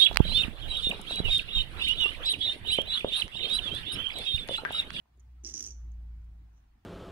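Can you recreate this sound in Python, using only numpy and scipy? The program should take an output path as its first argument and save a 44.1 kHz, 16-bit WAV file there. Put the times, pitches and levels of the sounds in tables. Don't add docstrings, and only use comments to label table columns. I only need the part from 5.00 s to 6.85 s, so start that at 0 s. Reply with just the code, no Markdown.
import sys
import numpy as np
from scipy import signal
from scipy.fft import rfft, irfft
from scipy.io import wavfile
from scipy.ndimage import uniform_filter1d

SR = 44100
rng = np.random.default_rng(int(sys.argv[2]) if len(sys.argv) > 2 else 0)


def wav_out(sig):
    wavfile.write(sys.argv[1], SR, np.round(np.clip(np.atleast_2d(sig).T, -1, 1) * 32767).astype(np.int16))


def ratio(d):
    e = np.asarray(d, float) / 20
    return 10 ** e


N = 81585

# [t/s, firing rate f/Hz, level/dB]
ENGINE_PASS = [(0.0, 62.3, -73.5), (.086, 62.5, -77.5), (.138, 60.7, -63), (.21, 61.25, -54),
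               (.416, 61.07, -48.5), (.534, 60.44, -52), (.576, 61.34, -73), (.618, 60.62, -57),
               (.68, 60.2, -53.5), (.71, 59.3, -46), (.756, 58.32, -44), (.864, 57.25, -40.5),
               (1.128, 57.24, -41.5), (1.478, 56.45, -51.5), (1.648, 53.3, -63.5), (1.762, 53.44, -62),
               (1.782, 53.2, -66.5), (1.85, 52.9, -75.5)]
# [f/Hz, level/dB, time to fall 60 dB t/s]
SHELL_MODES = [(1704, -24.5, 0.013), (3300, -27.5, 0.0047), (4534, -12.5, 0.013), (5460, -8.5, 0.011),
               (5960, 5, 0.0094), (6200, -2, 0.014), (6270, -4.5, 0.012), (7110, -6.5, 0.016),
               (7800, -13.5, 0.0067), (9300, -12, .006), (10350, 4.5, 0.015), (11450, -1.5, .005),
               (13500, -8.5, .004)]
SHELL_RISE_S, CLACK_TREBLE_DB, CHATTER_DB = 0.0004, -28.5, -13.5


def evened(x):
    return x / np.sqrt(np.mean(x ** 2) + 1e-20)


def read(points, hz):
    f, value = np.transpose(points)
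    return np.interp(np.log(hz + 1), np.log(f + 1), value)


def curve(table, col=1):
    rows = np.array(table)
    return np.interp(np.arange(N) / SR, rows[:, 0], rows[:, col])


def bump(centre_s, width_s):
    t = np.arange(N) / SR
    return np.exp(-((t - centre_s) / width_s) ** 2)


def add(mix, s, sound):
    part = mix[round(s * SR):][:len(sound)]
    part += sound[:len(part)]


def noise(shape, patch_db, size=1024):
    hop = size // 4
    frames, hz = N // hop + 5, np.fft.rfftfreq(size, 1 / SR)
    real, imag, patch = rng.standard_normal((frames, len(hz), 3)).T
    patch = uniform_filter1d(patch, size=5, axis=0)
    patch = evened(uniform_filter1d(patch, size=6, axis=1))
    db = read(shape, hz) - 60 * (hz < 0.8 * shape[0][0])
    z = (real + 1j * imag) * ratio(db[:, None] + patch_db * patch)
    return evened(signal.istft(z, nperseg=size, noverlap=size - hop)[1][:N])


def hiss():
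    # [f/Hz, level/dB]
    mid_colour = [(250, -4), (545, -19.5), (700, -10.5), (2000, -17), (5400, -28), (9500, -34.5),
                  (13600, -36.5), (15000, -27.5)]
    # [f/Hz, level/dB]
    side_colour = [(100, -19), (330, -5.5), (450, -7.5), (780, 1), (1400, -9), (2200, -10.5),
                   (13600, -29.5), (15000, -20)]
    low_colour = [(20, -7.0), (70, -0.5), (200, -9.5), (400, -24.5), (800, -46.0)]
    whine_hz = 9790
    whine_colour = [(whine_hz - 150, -30), (whine_hz, 0), (whine_hz + 150, -30), (whine_hz + 300, -70)]
    engine_db = uniform_filter1d(curve(ENGINE_PASS, col=2), size=12000)
    lift = ratio(0.12 * (engine_db + 44))
    mid = ratio(-76) * noise(mid_colour, 2.4)
    mid = mid + ratio(-75) * noise(low_colour, 1.2, size=2048)
    mid = mid + ratio(-101) * noise(whine_colour, 3.0)
    side = ratio(-76) * noise(side_colour, 2.2)
    return lift * np.array([mid + side, mid - side])


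def waver():
    drift = uniform_filter1d(rng.standard_normal(N), size=700)
    return 1 + 0.062 * evened(uniform_filter1d(drift, size=700))


def engine():
    # [t/s, level/dB]
    half_swell = [(0.0, -96.5), (.34, -76), (.628, -72), (.82, -61), (.97, -59.5), (1.324, -60),
                  (1.5, -78.5), (1.74, -67), (1.85, -90.5)]
    # [multiple of the firing rate, level/dB]
    orders = [(1.5, -31), (2.01, -28), (3.08, -29)]
    # [f/Hz, level/dB]
    rumble_colour = [(42, -25), (72, -7.5), (87, -5.5), (298, -33.5), (328, -25.5), (405, -63), (500, -39),
                     (650, -94.5), (1100, -120)]
    # [t/s, level/dB]
    rumble_swell = [(0, -16), (.3, -7.5), (.6, -1.5), (.72, -3.5), (.93, -2), (1.08, 3.5), (1.2, -1),
                    (1.4, 1.5), (1.52, -2.5), (1.68, -11), (1.85, -11.5)]
    side_colour = [(50, -1), (150, 1.5), (400, -2.0), (1000, -34)]
    turns = 2 * np.pi * np.cumsum(curve(ENGINE_PASS)) / SR
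    tone = np.sin(turns) * waver()
    for multiple, db in orders:
        tone += ratio(db) * np.sin(multiple * turns) * waver() ** 4
    half = ratio(curve(half_swell)) * np.sin(0.53 * turns)
    drone = 2 ** 0.5 * (ratio(curve(ENGINE_PASS, col=2)) * tone + half)
    swell = ratio(-60 + curve(rumble_swell))
    mid = drone + swell * noise(rumble_colour, 2.5, size=2048)
    side = swell * ratio(-17) * noise(side_colour, 3.9, size=2048)
    return np.array([mid + side, mid - side])


def ring(modes, chance, centre_hz, treble_db, pitch, rise_s):
    hz, db, t60 = np.transpose(modes)[:, :, None]
    strength, detune, phase = chance[:len(hz)].T[:, :, None]
    t = np.arange(round(t60.max() * SR)) / SR
    lean = np.clip(np.log2(hz / 6000) / 0.12, -1, 1) * (hz > 5000)
    tilt_db = 70 * np.log2(centre_hz / 6050) * lean
    db = db + np.where(hz > 8500, treble_db, tilt_db) + 1.5 * strength
    hz = hz * np.where((hz > 5600) & (hz < 6700), (centre_hz / 6050) ** 0.7, 1)
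    fade_db = -60 * t * pitch ** 2 / t60
    cycles = hz * pitch * (1 + 0.008 * detune) * t + 0.4 * phase
    x = (ratio(db + fade_db) * np.sin(2 * np.pi * cycles)).sum(0)
    x = x * np.sin(np.pi / 2 * np.minimum(t / rise_s, 1)) ** 2
    return x / abs(x).max()


def knocks():
    # [t/s, peak level/dB, pitch factor]
    bumps = [(.056, -66, 2.8), (0.176, -66, 1.08), (0.436, -53.5, 1.05), (.447, -48, 0.96),
             (0.483, -58, 1.0), (.536, -62.5, 2.3), (0.544, -50, .9), (0.576, -58, 0.92),
             (.608, -51.5, 1.0), (.645, -57, 1.0), (1.755, -67, .62)]
    # [f/Hz, level/dB, time to fall 60 dB t/s]
    table_modes = [(165, -9.5, .04), (247.4, 1.5, 0.058), (353.2, 1.5, 0.14), (484, -20.5, 0.031),
                   (1040, -20.5, 0.023)]
    out = np.zeros(N)
    chances = rng.standard_normal((len(bumps), len(table_modes), 3))
    for (s, db, pitch), chance in zip(bumps, chances):
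        add(out, s, ratio(db + 2) * ring(table_modes, chance, 6050, 0, pitch, 0.0024))
    return out


def clacks():
    # [t/s, peak level/dB, centre f/Hz, treble level/dB]
    clear = [(0.4477, -26, 5700, -27.5), (0.4542, -28.5, 5530, -34), (0.4574, -40.5, 6340, -35.5),
             (0.463, -28.5, 5740, -25.5), (0.4669, -34, 6300, -30.5), (0.4734, -30, 6180, -29),
             (0.4798, -34.5, 5880, -25), (0.4853, -35, 5740, -24), (0.4892, -31.5, 6020, -26.5),
             (0.4923, -38.5, 5910, -26), (0.497, -31.5, 5930, -29), (0.5038, -36, 6140, -27.5),
             (0.5099, -36.5, 6100, -30), (0.5158, -43, 5840, -27), (0.5226, -42, 5700, -27.5),
             (0.5397, -22, 6180, -26.5), (0.5481, -31.5, 6250, -37), (0.5515, -28, 5960, -25),
             (0.5558, -37, 5960, -30.5), (0.5603, -31.5, 5900, -33), (0.5692, -29.5, 5960, -26),
             (0.5751, -32.5, 5930, -27), (0.5779, -25.5, 6100, -20.5), (0.5819, -37, 6020, -20),
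             (0.5897, -32.5, 6100, -22.5), (0.5943, -28, 6160, -28.5), (0.6016, -40.5, 6340, -25),
             (0.6055, -24.5, 5970, -26.5), (0.608, -27, 6200, -21), (0.6196, -38, 5860, -28),
             (0.626, -25, 6160, -20), (0.6312, -40.5, 6130, -21), (0.6371, -37, 6170, -17),
             (0.6403, -28, 5980, -25), (0.6471, -28.5, 6020, -23.5), (0.6532, -42.5, 5980, -27),
             (0.6581, -31.5, 5960, -24.5), (0.6633, -28, 6190, -32), (0.6738, -28, 6140, -22),
             (0.6802, -38.5, 6300, -26), (0.6849, -34, 6320, -27), (0.6877, -43, 6100, -22.5),
             (0.691, -44, 6100, -22), (0.6939, -40, 6080, -31), (0.7064, -35, 5950, -27.5),
             (0.7118, -39.5, 5960, -30.5), (0.7151, -46, 5950, -23), (0.7216, -43.5, 6160, -26)]
    # [t/s, peak level/dB, centre f/Hz,
    # treble level/dB]
    faint = [(.174, -68, 7100, -2), (0.1963, -57.5, 6510, -7), (0.2002, -56, 6730, -20),
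             (.2045, -63.5, 6200, -25), (0.44, -45, 6280, -17), (0.4705, -31, 5700, -25.5),
             (0.735, -61, 6200, -30), (.918, -58.5, 6514, -34), (.94, -75, 6295, -33),
             (.952, -75, 6370, -32), (1.218, -73, 6300, -20), (1.245, -67, 6500, -3),
             (1.568, -74, 6000, -30), (1.578, -68, 6000, -30)]
    out, snaps = np.zeros((2, N))
    blows = list(clear) + list(faint)
    snap = np.exp(-np.arange(400) / SR / 0.002)
    chances = rng.standard_normal((len(blows), len(SHELL_MODES), 3))
    for (s, db, centre_hz, treble_db), chance in zip(blows, chances):
        blow = ring(SHELL_MODES, chance, centre_hz, treble_db, 0.99, SHELL_RISE_S)
        add(out, s, ratio(db - 6.5) * blow)
        add(snaps, s, ratio(db + treble_db - 15) * snap)
    return out, snaps


def shaking():
    # [t/s, level/dB]
    shake = [
        (.436, -57.5),
        (.45, -58),
        (.50, -44),
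        (.535, -48.5),
        (.545, -51),
        (.60, -44.5),
        (.68, -49),
        (.72, -56),
        (.77, -70),
    ]
    t = np.arange(N) / SR
    fade = ratio(-130 * np.maximum(t - shake[-1][0], 0))
    return ratio(curve(shake)) * (t > shake[0][0]) * fade


def chatter(shake):
    hits_per_s, spread_db = 1000, 1.5
    size = ratio(spread_db * np.minimum(rng.exponential(1, N), 4))
    size = size * (rng.random(N) < hits_per_s / SR)
    chances = rng.standard_normal((16, len(SHELL_MODES), 3))
    kind = rng.integers(0, len(chances), N)
    out = np.zeros(N)
    for k, chance in enumerate(chances):
        hit = ring(SHELL_MODES, chance, 5900 + 30 * k, CLACK_TREBLE_DB, 1, SHELL_RISE_S)
        out += signal.oaconvolve(size * (kind == k), hit)[:N]
    roll = ratio(-87 - CHATTER_DB) * bump(1.57, 0.034)
    return (shake + roll) * ratio(CHATTER_DB) * evened(out)


def scrape(follow):
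    # [f/Hz, level/dB]
    colour = [(700, -6.5), (1700, -4.5), (3300, 1), (4500, -10), (7500, -3.5), (9000, -7.5), (15500, -30)]
    return ratio(-24) * follow * noise(colour, 3.3, size=256)


def rub(shake):
    return ratio(-16.5) * shake * noise([(200, -7.0), (350, -12.5), (430, -14), (900, -43.5)], 2.5)


def fizz(follow, snaps):
    t = np.arange(N) / SR
    dull = ratio(-14.5 * (t > 0.43) * (t < 0.58))
    strength = ratio(-36) * bump(0.63, 0.0603) * follow + snaps * dull
    colour = [(8500, -3.5), (13000, 3), (15500, -9.0)]
    return np.array([ratio(side_db) * strength * noise(colour, 3.0, size=256) for side_db in (4, 1.5)])


def rattle():
    hits, snaps = clacks()
    shake = shaking()
    follow = shake + 1.3 * np.sqrt(abs(uniform_filter1d(hits ** 2, size=130)))
    toy = hits + chatter(shake) + scrape(follow) + rub(shake)
    return toy, fizz(follow, snaps)


def room(x):
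    # [f/Hz, time to fall 60 dB t/s]
    decay = [(300, 1), (3500, 0.3), (5000, 0.34), (6100, 0.45), (7300, 0.34), (9000, 0.18)]
    # [delay t/s, left level/dB, right level/dB]
    echoes = [(.0016, -6, -14), (.0031, -12, -14), (.0047, -12, -17), (.0072, -15, -17)]
    taps = np.zeros((2, SR))
    at = np.arange(300, SR - 20, 20) + rng.integers(0, 20, (2, (SR - 301) // 20))
    np.put_along_axis(taps, at, rng.choice([-1., 1.], at.shape), 1)
    hz, t, z = signal.stft(taps, SR, nperseg=256)
    fade = ratio(-60 * t / np.maximum(read(decay, hz), 0.05)[:, None])
    tail = signal.istft(z * fade, SR, nperseg=256)[1][:, :SR]
    tail = ratio(-13 + np.array([[-1.0], [3.5]])) * tail / np.linalg.norm(tail[0])
    f = np.fft.rfftfreq(SR, 1 / SR)

    def late(s):
        return np.exp(-2j * np.pi * f * s)

    left_echoes = sum(ratio(left_db) * late(s) for s, left_db, right_db in echoes)
    right_echoes = sum(ratio(right_db) * late(s * 0.93) for s, left_db, right_db in echoes)
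    left = ratio(-1) * late(0.00009) * (1 + left_echoes)
    right = 1 + right_echoes
    port = 1 + (ratio(9) - 1) / (1 + ((f - 6100) / 2700 * 2) ** 2)
    same = 1 / (1 + (f / 353) ** 4)
    left = same * right + (1 - same) * left
    direct = np.array([left, port * right]) * late(64 / SR)
    paths = irfft(direct + (1 - 0.58 * same) * rfft(tail), SR)
    return signal.fftconvolve(x[None], paths, axes=1)[:, 64:N + 64]


def scene():
    background = hiss() + engine()
    bumps = knocks()
    toy, bright = rattle()
    return background + room(toy + bumps) + bright


def band_limit(x):
    return signal.sosfilt(signal.butter(12, 16380, fs=SR, output="sos"), x)


def record(dry):
    edge = signal.firwin(511, 15750, window=("kaiser", 7), fs=SR)
    mix = signal.oaconvolve(dry, edge[None], "same")
    return band_limit(mix)


dry = scene()
out = record(dry)
wav_out(out)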